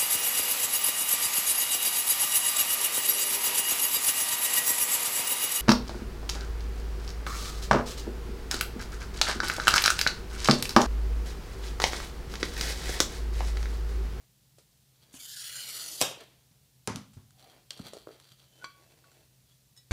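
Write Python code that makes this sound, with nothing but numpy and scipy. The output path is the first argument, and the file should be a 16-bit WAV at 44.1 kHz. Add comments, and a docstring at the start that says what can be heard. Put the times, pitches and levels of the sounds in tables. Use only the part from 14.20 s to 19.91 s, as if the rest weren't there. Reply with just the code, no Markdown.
"""A small workshop hums over still air; slight rubs and taps come first, from phase-modulated sine and coloured noise.
A glass cutter's wheel hisses across a sheet, as filtered random fractures, and drops off the edge with a sharp clack.
A steel carriage is set down on the bench, with decaying thumps, modes and noise; its hollow rail drones faintly.
The glass parts along the score, knocks on the top, slides and is lifted, clinking as a sum of damped modes.
The room answers the blows and the friction with a short diffuse tail."""
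import sys
import numpy as np
from scipy import signal
from scipy.fft import rfft, irfft, next_fast_len
from scipy.io import wavfile
from scipy.ndimage import uniform_filter1d, map_coordinates

SR = 44100
rng = np.random.default_rng(int(sys.argv[2]) if len(sys.argv) > 2 else 0)


def dump(signal):
    """Clip the signal to [-1, 1] and save it as 16-bit WAV at the path in sys.argv[1]."""
    limited = np.clip(np.atleast_2d(signal).T, -1, 1)
    pcm = np.round(limited * 32767).astype(np.int16)
    wavfile.write(sys.argv[1], SR, pcm)


N = 251811
T = np.arange(int(0.5 * SR)) / SR  # time axis of one short sound (s)

# Modes of the sheet. Each row: frequency in Hz, level in dB, longest 60 dB decay time in seconds.
SHEET_MODES = [(1130, -17, 0.14), (1597, -10.5, .1), (3205, 2, .06), (3550, -13.5, 0.1), (4270, -2, 0.05),
               (4650, 2.5, .05), (5470, -7, 0.029), (6106, -12.5, .08), (7400, -7, 0.038),
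               (8300, -11.5, .06)]
# Spectrum of a hard dry contact. Each row: frequency in Hz, relative level in dB.
TICK_SPECTRUM = [(200, -31), (800, -3.5), (2000, -9), (4200, -3.5), (5200, -4), (6500, -6), (8500, -5),
                 (10500, -8), (12000, -17), (15500, -29)]
# Spectrum of hard sliding. Each row: frequency in Hz, relative level in dB.
SCRAPE_SPECTRUM = [(710, -27), (1200, -1), (2160, -12.5), (3150, -0.5), (3760, -2), (4520, 0.5),
                   (5220, -10), (5780, -2), (6340, -7.5), (7790, -8), (14000, -15.5)]
# Spectrum of soft sliding. Each row: frequency in Hz, relative level in dB.
RUB_SPECTRUM = [(150, -23.5), (280, -0.5), (450, -0.5), (620, -2.5), (740, -4), (880, -4.5), (1400, -11.5),
                (2300, -8.5), (3200, -21), (5000, -46.5)]

# The wheel's one stroke across the sheet (s)
BITE_S, EDGE_S = 0.935, 1.803


def amp(db):
    """Level law: decibels to amplitude gain."""
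    return 10 ** (np.asarray(db) / 20)


def unit(x):
    """Power normalisation: scale to rms 1."""
    return x / np.sqrt(np.mean(x ** 2) + 1e-20)


def crest(x, size=88):
    """Short-time power: scale so that the loudest two milliseconds have rms 1."""
    power = uniform_filter1d(x ** 2, size)
    return x / np.sqrt(power.max() + 1e-20)


def along(points, hz):
    """Logarithmic frequency scale: interpolate (Hz, value) points along it."""
    f, v = np.transpose(points)
    return np.interp(np.log(hz + 1), np.log(f + 1), v)


def wobble(rate):
    """Slow random modulation: a smooth curve through rate random knots a second."""
    knots = rng.standard_normal(int(N * rate / SR) + 4)
    return map_coordinates(knots, [np.arange(N) * rate / SR])


def colour(x, points, size=4096):
    """Minimum-phase filtering: a causal response of the given (Hz, dB) shape, by way of the cepstrum."""
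    gain = amp(along(points, np.fft.rfftfreq(size, 1 / SR)))
    cepstrum = irfft(np.log(gain + 1e-6))
    # Folding the cepstrum onto positive time makes the response causal
    cepstrum[1:size // 2] *= 2
    cepstrum[size // 2 + 1:] = 0
    response = irfft(np.exp(rfft(cepstrum)))
    return signal.fftconvolve(x, response)[:len(x)]


def add(track, s, sound):
    """Superposition: mix a sound in at time s (seconds)."""
    part = track[round(s * SR):][:len(sound)]
    part += sound[:len(part)]


def burst(spectrum, t60, push=0):
    """Impact excitation: one push and a puff of exponentially dying noise, coloured."""
    force = rng.standard_normal(len(T)) * amp(-60 * T / t60)
    force[0] += push
    return crest(colour(force, spectrum))


def dense_ring(decays):
    """High modal density: countless modes act as noise, each band dying at its own speed."""
    hz, t, bands = signal.stft(rng.standard_normal(len(T)), SR, nperseg=256)
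    decay = amp(-60 * t / along(decays, hz)[:, None])
    return signal.istft(bands * decay, SR, nperseg=256)[1][:len(T)]


def ring(modes, longest, tilt_db=0, scatter_db=-1.5, beat_hz=0):
    """Modal superposition: damped sines, each struck at a random new strength; split modes beat."""
    hz, db, t60 = np.transpose(modes)[:, :, None]
    level = db + tilt_db * np.log2(hz / 1000) + scatter_db * rng.standard_normal(hz.shape)
    sign = rng.choice([-1, 1], hz.shape)
    beating = sign * np.cos(2 * np.pi * beat_hz * rng.random(hz.shape) * T)
    envelope = amp(level - 60 * T / np.minimum(t60, longest))
    return crest(np.sum(beating * envelope * np.sin(2 * np.pi * hz * T), axis=0))


def thump(hz):
    """Heavy damping: a dead push that lasts only a few cycles."""
    attack = 1 - np.exp(-T / 0.0028)
    return crest(np.sin(2 * np.pi * hz * T) * amp(-60 * T / 0.041) * attack)


def grains(rate, spread_db):
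    """Shot noise: tiny random impulses of uneven size, rate a second on average."""
    hits = rng.random(N) < rate / SR
    signed = hits * rng.standard_normal(N)
    return unit(signed * amp(spread_db * rng.standard_normal(N)))


def travelling(x, depth_db, order=4, count=30):
    """Moving excitation: the contact passes nodes of the sheet, so groups of modes swell and fade."""
    bands = signal.stft(x, nperseg=512)[2]
    field = uniform_filter1d(rng.standard_normal(bands.shape), order, 0)
    field = uniform_filter1d(field, count, 1)
    return unit(signal.istft(bands * amp(depth_db * unit(field)), nperseg=512)[1][:N])


def gliding(x, hz, width_hz):
    """Time-varying resonance: shift its centre hz down to zero, low-pass, and shift it back."""
    carrier = np.exp(2j * np.pi * np.cumsum(hz) / SR)
    pole = np.exp(-np.pi * width_hz / SR)
    low_passed = signal.lfilter([1], [1, -2 * pole, pole ** 2], x / carrier)
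    return unit(np.real(carrier * low_passed))


def swell(s, length):
    """Friction envelope: the slide gathers, peaks at s and dies away; length spans its half-gain points."""
    rise_share, shape = 0.46, 1.6  # part of the length spent swelling; shape 1 = peaked, 2 = rounded
    t = np.arange(N) / SR - s
    side = length * np.where(t < 0, rise_share, 1 - rise_share)
    return 0.5 ** (np.abs(t / side) ** shape)


def workshop():
    """Broadband noise and phase modulation: still air and the wavering hum of a fan."""
    # Spectrum of the still air. Each row: frequency in Hz, relative level in dB.
    air_spectrum = [(20, -19), (35, -10.5), (58, -6.5), (90, -11.5), (130, -4), (170, -10.5), (300, -22),
                    (450, -23), (750, -27.5), (1300, -30.5), (2200, -28.5), (4150, -24), (9000, -26.5),
                    (15500, -28)]
    hum_hz = 129.3
    phase = 2 * np.pi * hum_hz * np.arange(N) / SR + 0.89 * wobble(3.6)
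    hum = np.sin(phase) * amp(2.8 * wobble(16))
    air = colour(rng.standard_normal(N), air_spectrum)
    return amp(-65.5) * unit(air) + amp(-70.5) * unit(hum)


def handling():
    """Sliding friction: lying glass scrapes over grit and rings faintly; hands and sleeves rub."""
    # Slides on the bench. Each row: strongest moment in seconds, length in seconds,
    # scrape gain in dB, soft rub gain in dB (each ahead of the fixed mix below).
    slides = [(0.008, 0.056, -88, -67), (0.918, 0.24, -65.5, -68.5), (1.75, 0.43, -60, -55.5),
              (2.008, 0.028, -55, -49.5), (3.231, 0.075, -59, -63), (3.336, 0.13, -65.5, -61.5),
              (3.525, 0.024, -49, -63), (3.583, 0.05, -56.5, -56.5), (3.664, 0.041, -47, -49.5),
              (3.756, 0.11, -58, -62.5), (3.93, .12, -63, -61), (4.064, 0.066, -60.5, -71),
              (4.12, 0.021, -59.5, -71), (4.223, 0.067, -64, -67)]
    grit = grains(rate=650, spread_db=1.5) * amp(3.1 * wobble(45))
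    rung = signal.fftconvolve(grit, ring(SHEET_MODES, longest=0.0284))[:N]
    lying = travelling(rung, depth_db=0, count=12)
    scrape = amp(-2.0) * unit(colour(grit, SCRAPE_SPECTRUM)) + amp(-8) * lying
    cloth = unit(colour(grains(rate=2500, spread_db=1), RUB_SPECTRUM))
    out = np.zeros(N)
    for s, length, scrape_db, rub_db in slides:
        out += swell(s, length) * (amp(scrape_db) * scrape + amp(rub_db - 3) * cloth)
    return out


def knocks():
    """Contact damping: glass lying on the bench gives a hollow tap, with weaker rebounds when it rocks."""
    # Taps of the sheet on the bench top. Each row: start in seconds, level in dB, number of contacts.
    taps = [(.384, -53, 1), (1.822, -38, 1), (1.832, -30.5, 1), (1.912, -39, 1), (1.974, -50, 1),
            (2.02, -45.5, 1), (2.676, -41, 1), (3.594, -43.5, 1), (3.734, -38.5, 2), (3.769, -40, 1),
            (3.872, -35.5, 4)]
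    # Spectrum of a tap. Each row: frequency in Hz, relative level in dB.
    knock_spectrum = [(80, -21.5), (250, -11), (420, 3.5), (650, -3), (900, -18), (1350, -12),
                      (1900, -36.5), (5000, -44)]
    rebound_s, rebound_loss_db = 0.018, 5.5  # between successive contacts
    out = np.zeros(N)
    for s, db, contacts in taps:
        for k in range(round(contacts)):
            tap = burst(knock_spectrum, t60=0.0092, push=12)
            tap = tap + amp(-13.0) * burst(knock_spectrum, t60=0.18)
            add(out, s + k * rebound_s, amp(db - k * rebound_loss_db) * tap)
    return out


def ticks():
    """Short impulse, broad spectrum: hard dry contacts, each with a longer noisy after-ring of the same colour."""
    # Hard contacts. Each row: start in seconds, level in dB,
    # after-ring in dB relative to the contact (ahead of a fixed 15 dB cut).
    contacts = [(.385, -57, 13.5), (0.932, -57, 4), (.941, -51, 13), (2.6746, -24, -18),
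                (2.7594, -30.5, -3.5), (2.934, -58, 12.5), (3.107, -55.5, -7), (3.575, -50, 6.5),
                (3.7348, -43, 4.5), (3.769, -51, -7), (4, -50, -1)]
    out = np.zeros(N)
    for s, db, body_db in contacts:
        hit = burst(TICK_SPECTRUM, t60=0.012, push=5.4)
        body = amp(body_db - 15) * burst(TICK_SPECTRUM, t60=0.17)
        add(out, s, amp(db) * (hit + body))
    return out


def stroke(fade=0.011):
    """Contact force: seconds since the bite, contact gain, and pressure (dB) that settles and slackens each turn."""
    # The hand leans in: level missing at first (dB), settling time (s), further growth (dB per s)
    lean_db, lean_s, grow_db_per_s = 9.5, 0.1, 2
    # Slackening: first time (s), turns per s at that time, their growth (per s each s)
    slack_s, turns_per_s, speed_up = 0.985, 11.1, 7.4
    slack_db, slack_length_s = 4.5, 0.014  # depth once the hand has settled; length at the first turn rate
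    t = np.arange(N) / SR
    age = np.clip(t - BITE_S, 0, EDGE_S - BITE_S)
    contact = np.clip(np.minimum(t - BITE_S, EDGE_S - t) / fade + 1, 0, 1)
    since = t - slack_s
    turns = turns_per_s * since + speed_up * since ** 2 / 2
    off_turn = turns - np.round(turns)
    slack = np.exp(-(2 * off_turn / (turns_per_s * slack_length_s)) ** 2)
    light = np.exp(-age / lean_s)
    # The slackening is deeper while the hand is still light
    pressure_db = grow_db_per_s * age - lean_db * light - slack_db * slack * (1 + 2 * light)
    return age, contact, pressure_db


def wheel():
    """Brittle fracture as shot noise: the wheel crushes a line of tiny cracks; its bite flutters and skips."""
    # Spectra of the fractures' hiss, the holder's rasp and the sheet's grinding.
    # Each row: frequency in Hz, relative level in dB.
    hiss_spectrum = [(1200, -28.5), (2600, -20), (3200, -9), (5000, -5.5), (5700, -4.5), (6700, 0.5),
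                     (8400, -6.5), (9800, -2), (10800, -6.5), (11300, -10), (11900, -3.5), (13400, -10),
                     (14200, -19), (15500, -12.5)]
    rasp_spectrum = [(2000, -31), (2700, -17.5), (3050, -3), (3600, -8.5), (4500, 0.5), (5200, 5.5),
                     (6000, -17), (8000, -36)]
    grind_spectrum = [(100, -27.5), (220, -15), (330, -14.5), (520, -6.5), (800, -12.5), (1150, -12.5),
                      (1480, -1.5), (1750, -4), (2050, 3.5), (2400, -0.5), (2800, -1.5), (3400, -25.5)]
    # Strongest bending resonance: at the edge (Hz), far inside (Hz), halfway after (s)
    bend_edge_hz, bend_inside_hz, bend_fall_s = 4100, 1330, 0.033
    age, contact, pressure_db = stroke()
    way = age / (EDGE_S - BITE_S)  # share of the stroke done

    skips = np.maximum(wobble(110) - 1, 0)
    flutter = 0.69 * wobble(220) + 0.54 * wobble(35)
    fractures = grains(rate=8700, spread_db=-0.8) * amp(flutter - 2.2 * skips)
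    sheet = travelling(fractures, depth_db=3.5, order=4, count=24)

    hiss = amp(-43.5 + pressure_db) * unit(colour(sheet, hiss_spectrum))

    # The rasp swells by 2 dB on livelier parts of the sheet, 0.41 s apart, and follows pressure more steeply
    lively_db = 2 * np.cos(2 * np.pi * (BITE_S + age - 1.154) / 0.41)
    rasp = amp(-47.6 + 1.5 * pressure_db + lively_db) * unit(colour(sheet, rasp_spectrum))

    # The sheet gives up to 13 dB more towards its middle
    middle = np.sin(np.pi * way ** 1.6)
    grind = amp(-66 + 13 * middle) * unit(colour(sheet, grind_spectrum))

    # The bending resonance falls as the wheel runs in and is lost towards the far edge
    centre = bend_inside_hz + (bend_edge_hz - bend_inside_hz) / (1 + age / bend_fall_s)
    centre = centre * (1 + 0.033 * wobble(90))
    bend = amp(-62.5 + pressure_db / 2 - 23 * way ** 6) * gliding(sheet, centre, width_hz=260)
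    return contact * (hiss + rasp + grind + bend)


def bench():
    """Modal response to a load: the top booms, its frame gives, and steel guides lying on it clatter."""
    # Weight landing on the bench. Each row: start in seconds, level in dB, thump pitch in Hz,
    # boom in dB relative, clatter in dB relative (thump and clatter each lose a further 1.5 dB).
    thuds = [(.94, -47, 247, -13, -14), (1.818, -37.5, 118, -25, -7), (2.311, -58.5, 160, -7, -16.5),
             (2.6767, -31, 398, 0, 0), (2.701, -32.5, 209, -8.5, -22), (2.75, -34, 160, -11, -17),
             (2.767, -33.5, 225, -11, -15.5), (2.969, -36.5, 107, -10.5, -24.5),
             (3.599, -34.5, 213, -14, -27), (4.115, -54, 131, -13, -20)]
    # Modes of the bench top. Each row: frequency in Hz, level in dB, 60 dB decay time in seconds.
    bench_modes = [(110.1, -1.5, .33), (214.9, 7, 0.21), (261, -10, 0.52), (364, -5.5, 0.2)]
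    # Spectrum of the clattering guides. Each row: frequency in Hz, relative level in dB.
    clatter_spectrum = [(190, -29), (330, -5), (626, -4), (725, -7.5), (796, -6), (909, -3.5), (1250, -5.5),
                        (1750, -13), (2140, -11), (2680, -17), (2860, -17.5), (4050, -18), (6460, -16.5),
                        (8000, -28), (10400, -54.5), (17600, -120)]
    frame_hz, frame_lag_s, frame_db = 72, 0.005, -9.5  # the frame gives just after each thud
    out = np.zeros(N)
    for s, db, hz, boom_db, clatter_db in thuds:
        boom = amp(boom_db) * ring(bench_modes, longest=0.63)
        clatter = amp(clatter_db - 1.5) * burst(clatter_spectrum, t60=0.3)
        add(out, s, amp(db) * (amp(-1.5) * thump(hz) + boom + clatter))
        add(out, s + frame_lag_s, amp(db + frame_db) * thump(frame_hz))
    return out


def cutter():
    """Frequency-dependent damping: the steel head drops off; head and rail ring on, most high tones dying first."""
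    # The head dropping and rattling. Each row: start in seconds, crack level in dB,
    # ring in dB relative to the crack (ahead of the fixed cuts below).
    clacks = [(1.808, -26.5, -3.5), (1.8137, -15, -3), (1.8147, -20.5, -4), (1.8231, -19, 0.5),
              (1.9135, -45, -3), (2.007, -52, -6.5), (2.036, -55, -10)]
    # Tones of the steel head and rail. Each row: frequency in Hz, level in dB.
    steel_tones = [(536, -57.5), (2541, -57), (3085, -59), (3171, -55.5), (3720, -55), (4350, -68),
                   (4845, -54.5), (5469, -61.5), (5852, -60), (6067, -65.5), (6546, -56.5), (6858, -64),
                   (7558, -54), (8247, -67.5), (8425, -65.5), (8732, -66), (8952, -66.5), (9125, -57.5),
                   (10304, -60.5), (11407, -58), (12016, -65.5), (14519, -67)]
    # Decay of the steel. Each row: frequency in Hz, 60 dB decay time in seconds.
    steel_decay = [(200, 0.31), (3000, 0.36), (7000, 0.28), (14000, 0.24)]
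    # Spectra of the crack and of the rattle. Each row: frequency in Hz, relative level in dB.
    crack_spectrum = [(120, -40.5), (200, -3.5), (641, -1.5), (1680, -9.5), (5390, 0.5), (6710, -7.5),
                      (7620, -1), (11800, -8.5), (12700, -15), (14700, -9), (15500, -24)]
    rattle_spectrum = [(88, -40.5), (150, -8), (314, -17.5), (381, -5), (453, -17.5), (519, 1), (827, -4),
                       (948, -5.5), (1660, -11.5), (1870, -15.5), (3160, -4), (4390, -22.5), (5440, -6.5),
                       (9000, -17), (15500, -23)]
    out = np.zeros(N)
    modes = [(hz, db, along(steel_decay, hz)) for hz, db in steel_tones]
    for s, db, ring_db in clacks:
        rattle = crest(colour(dense_ring(steel_decay), rattle_spectrum))
        tones = ring(modes, longest=0.45, tilt_db=2.0, beat_hz=21)
        body = amp(-13.5) * rattle + amp(-15) * tones
        add(out, s, amp(db) * (burst(crack_spectrum, t60=0.016) + amp(ring_db) * body))
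    return out


def carriage():
    """Tube resonance under rolling: the moving carriage makes its hollow rail drone faintly."""
    rolling = grains(rate=2400, spread_db=5)
    drone = gliding(rolling, np.full(N, 750), width_hz=99)
    return amp(-65.5) * swell(3.245, length=0.18) * drone


def snap():
    """Sudden release of strain: the crack runs along the score in an instant and the sheet rings briefly."""
    # The glass parting. Each row: start in seconds, level in dB.
    partings = [(3.5063, -31.5)]
    # Spectrum of the running crack. Each row: frequency in Hz, relative level in dB.
    split_spectrum = [(350, -25), (600, -6.5), (1130, -25), (1560, -52), (1830, -14), (3140, -4.5),
                      (3500, -14), (4400, -2), (5040, -14.5), (5460, -1.5), (6510, -11.5), (7450, -10),
                      (15000, -34)]
    out = np.zeros(N)
    for s, db in partings:
        split = amp(-2.0) * burst(split_spectrum, t60=0.011)
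        add(out, s, amp(db) * (split + amp(-8) * ring(SHEET_MODES, longest=0.039)))
    return out


def fingers():
    """Friction-driven resonance: fingers rub the lifted piece; each grip leaves one mode free to sing."""
    # Rubs on the lifted piece. Each row: strongest moment in seconds, length in seconds, scrape gain in dB,
    # soft rub gain in dB (both ahead of fixed cuts), excited mode in Hz, its level in dB.
    rubs = [(4.377, 0.12, -59, -63, 3080, -67), (4.439, 0.036, -55, -54.5, 1470, -48.5),
            (4.684, 0.43, -66, -64.5, 2660, -79), (4.932, 0.16, -65, -65.5, 2682, -79),
            (5.305, .06, -65.5, -79, 3380, -74)]
    out = np.zeros(N)
    for s, length, scrape_db, rub_db, hz, sing_db in rubs:
        skin = grains(rate=1500, spread_db=3.0) * amp(1.8 * wobble(45))
        # The skin damps the mode, which widens it
        sing = amp(sing_db) * gliding(skin, np.full(N, hz), width_hz=65)
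        scrape = amp(scrape_db - 4.5) * unit(colour(skin, SCRAPE_SPECTRUM))
        rub = amp(rub_db - 2) * unit(colour(skin, RUB_SPECTRUM))
        out += swell(s, length) * (scrape + rub + sing)
    return out


def clinks():
    """Free-boundary modes: the lifted glass rings when touched, and its rim when a finger ring ticks it."""
    # Touches of the lifted piece. Each row: start in seconds, level in dB, tilt in dB per octave.
    touches = [(4.443, -29.5, 2), (4.842, -56.5, -23), (4.915, -59.5, 12)]
    # Ticks of a finger ring on the glass. Each row: start in seconds, level in dB.
    pings = [(5.565, -60), (5.575, -54.5)]
    # Modes of the lifted piece and of its ticked rim.
    # Each row: frequency in Hz, level in dB, longest 60 dB decay time in seconds.
    pane_modes = [(1123, -12, .46), (1470, 5, .04), (1474, -22, .35), (2292, -21, .33), (2650, -34, .5),
                  (3097, -26, .2), (3347, -25, .5), (3976, -23, .13), (4574, -20, .22), (5843, -22, .11),
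                  (7460, -20, .05)]
    rim_modes = [(1947, -9.5, .25), (2980, -13, .25), (3480, -7, 0.13), (3900, -5.5, .25), (5250, 5, 0.074),
                 (6740, -3, .2), (8484, -2, 0.09), (11700, -6, 0.053)]
    # Spectrum of the touch itself. Each row: frequency in Hz, relative level in dB.
    clink_spectrum = [(290, -49), (500, -29), (1470, -0.5), (1780, -18), (2330, -10.5), (2790, -28),
                      (3370, -11.5), (3660, -15), (4610, -6), (5010, -18), (7540, -25.5), (8640, -29),
                      (13000, -38)]
    out = np.zeros(N)
    for s, db, tilt_db in touches:
        tones = amp(-2.5) * ring(pane_modes, longest=0.6, tilt_db=tilt_db, beat_hz=7.2)
        add(out, s, amp(db) * (tones + amp(-6.0) * burst(clink_spectrum, t60=0.038)))
    for s, db in pings:
        tones = amp(1.5) * ring(rim_modes, longest=0.15)
        add(out, s, amp(db) * (tones + amp(-6) * burst(TICK_SPECTRUM, t60=0.057)))
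    return out


def room(x):
    """Diffuse reverberation: convolution with the cluttered room's short, dense tail."""
    # Decay of the room. Each row: frequency in Hz, 60 dB decay time in seconds.
    room_decay = [(100, 0.71), (600, 0.081), (3000, 0.47), (7000, 0.27), (14000, 0.27)]
    tail = dense_ring(room_decay) * (1 - np.exp(-T / 0.0012))
    return signal.fftconvolve(x, tail / np.linalg.norm(tail))[:N]


def scene():
    """Linear superposition: blows and friction on the bench, their reverberation and the background."""
    blows = cutter() + ticks() + snap() + bench() + knocks() + clinks()
    friction = wheel() + handling() + fingers() + carriage()
    direct = blows + friction
    echo = amp(-10.0) * room(blows) + amp(-7.0) * room(friction)
    return (direct + echo + workshop())[None]


def record(dry):
    """Band limiting: the microphone sheds the deep bass and keeps nothing above its upper limit."""
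    top_hz = 15600
    size = next_fast_len(N + SR // 2)
    hz = np.fft.rfftfreq(size, 1 / SR)
    bass_gain = amp(along([(20, -20.5), (45, -2.5), (70, 0)], hz))
    return irfft(rfft(dry, size) * bass_gain * (hz < top_hz), size)[:, :N]


dry = scene()
out = record(dry)
dump(out)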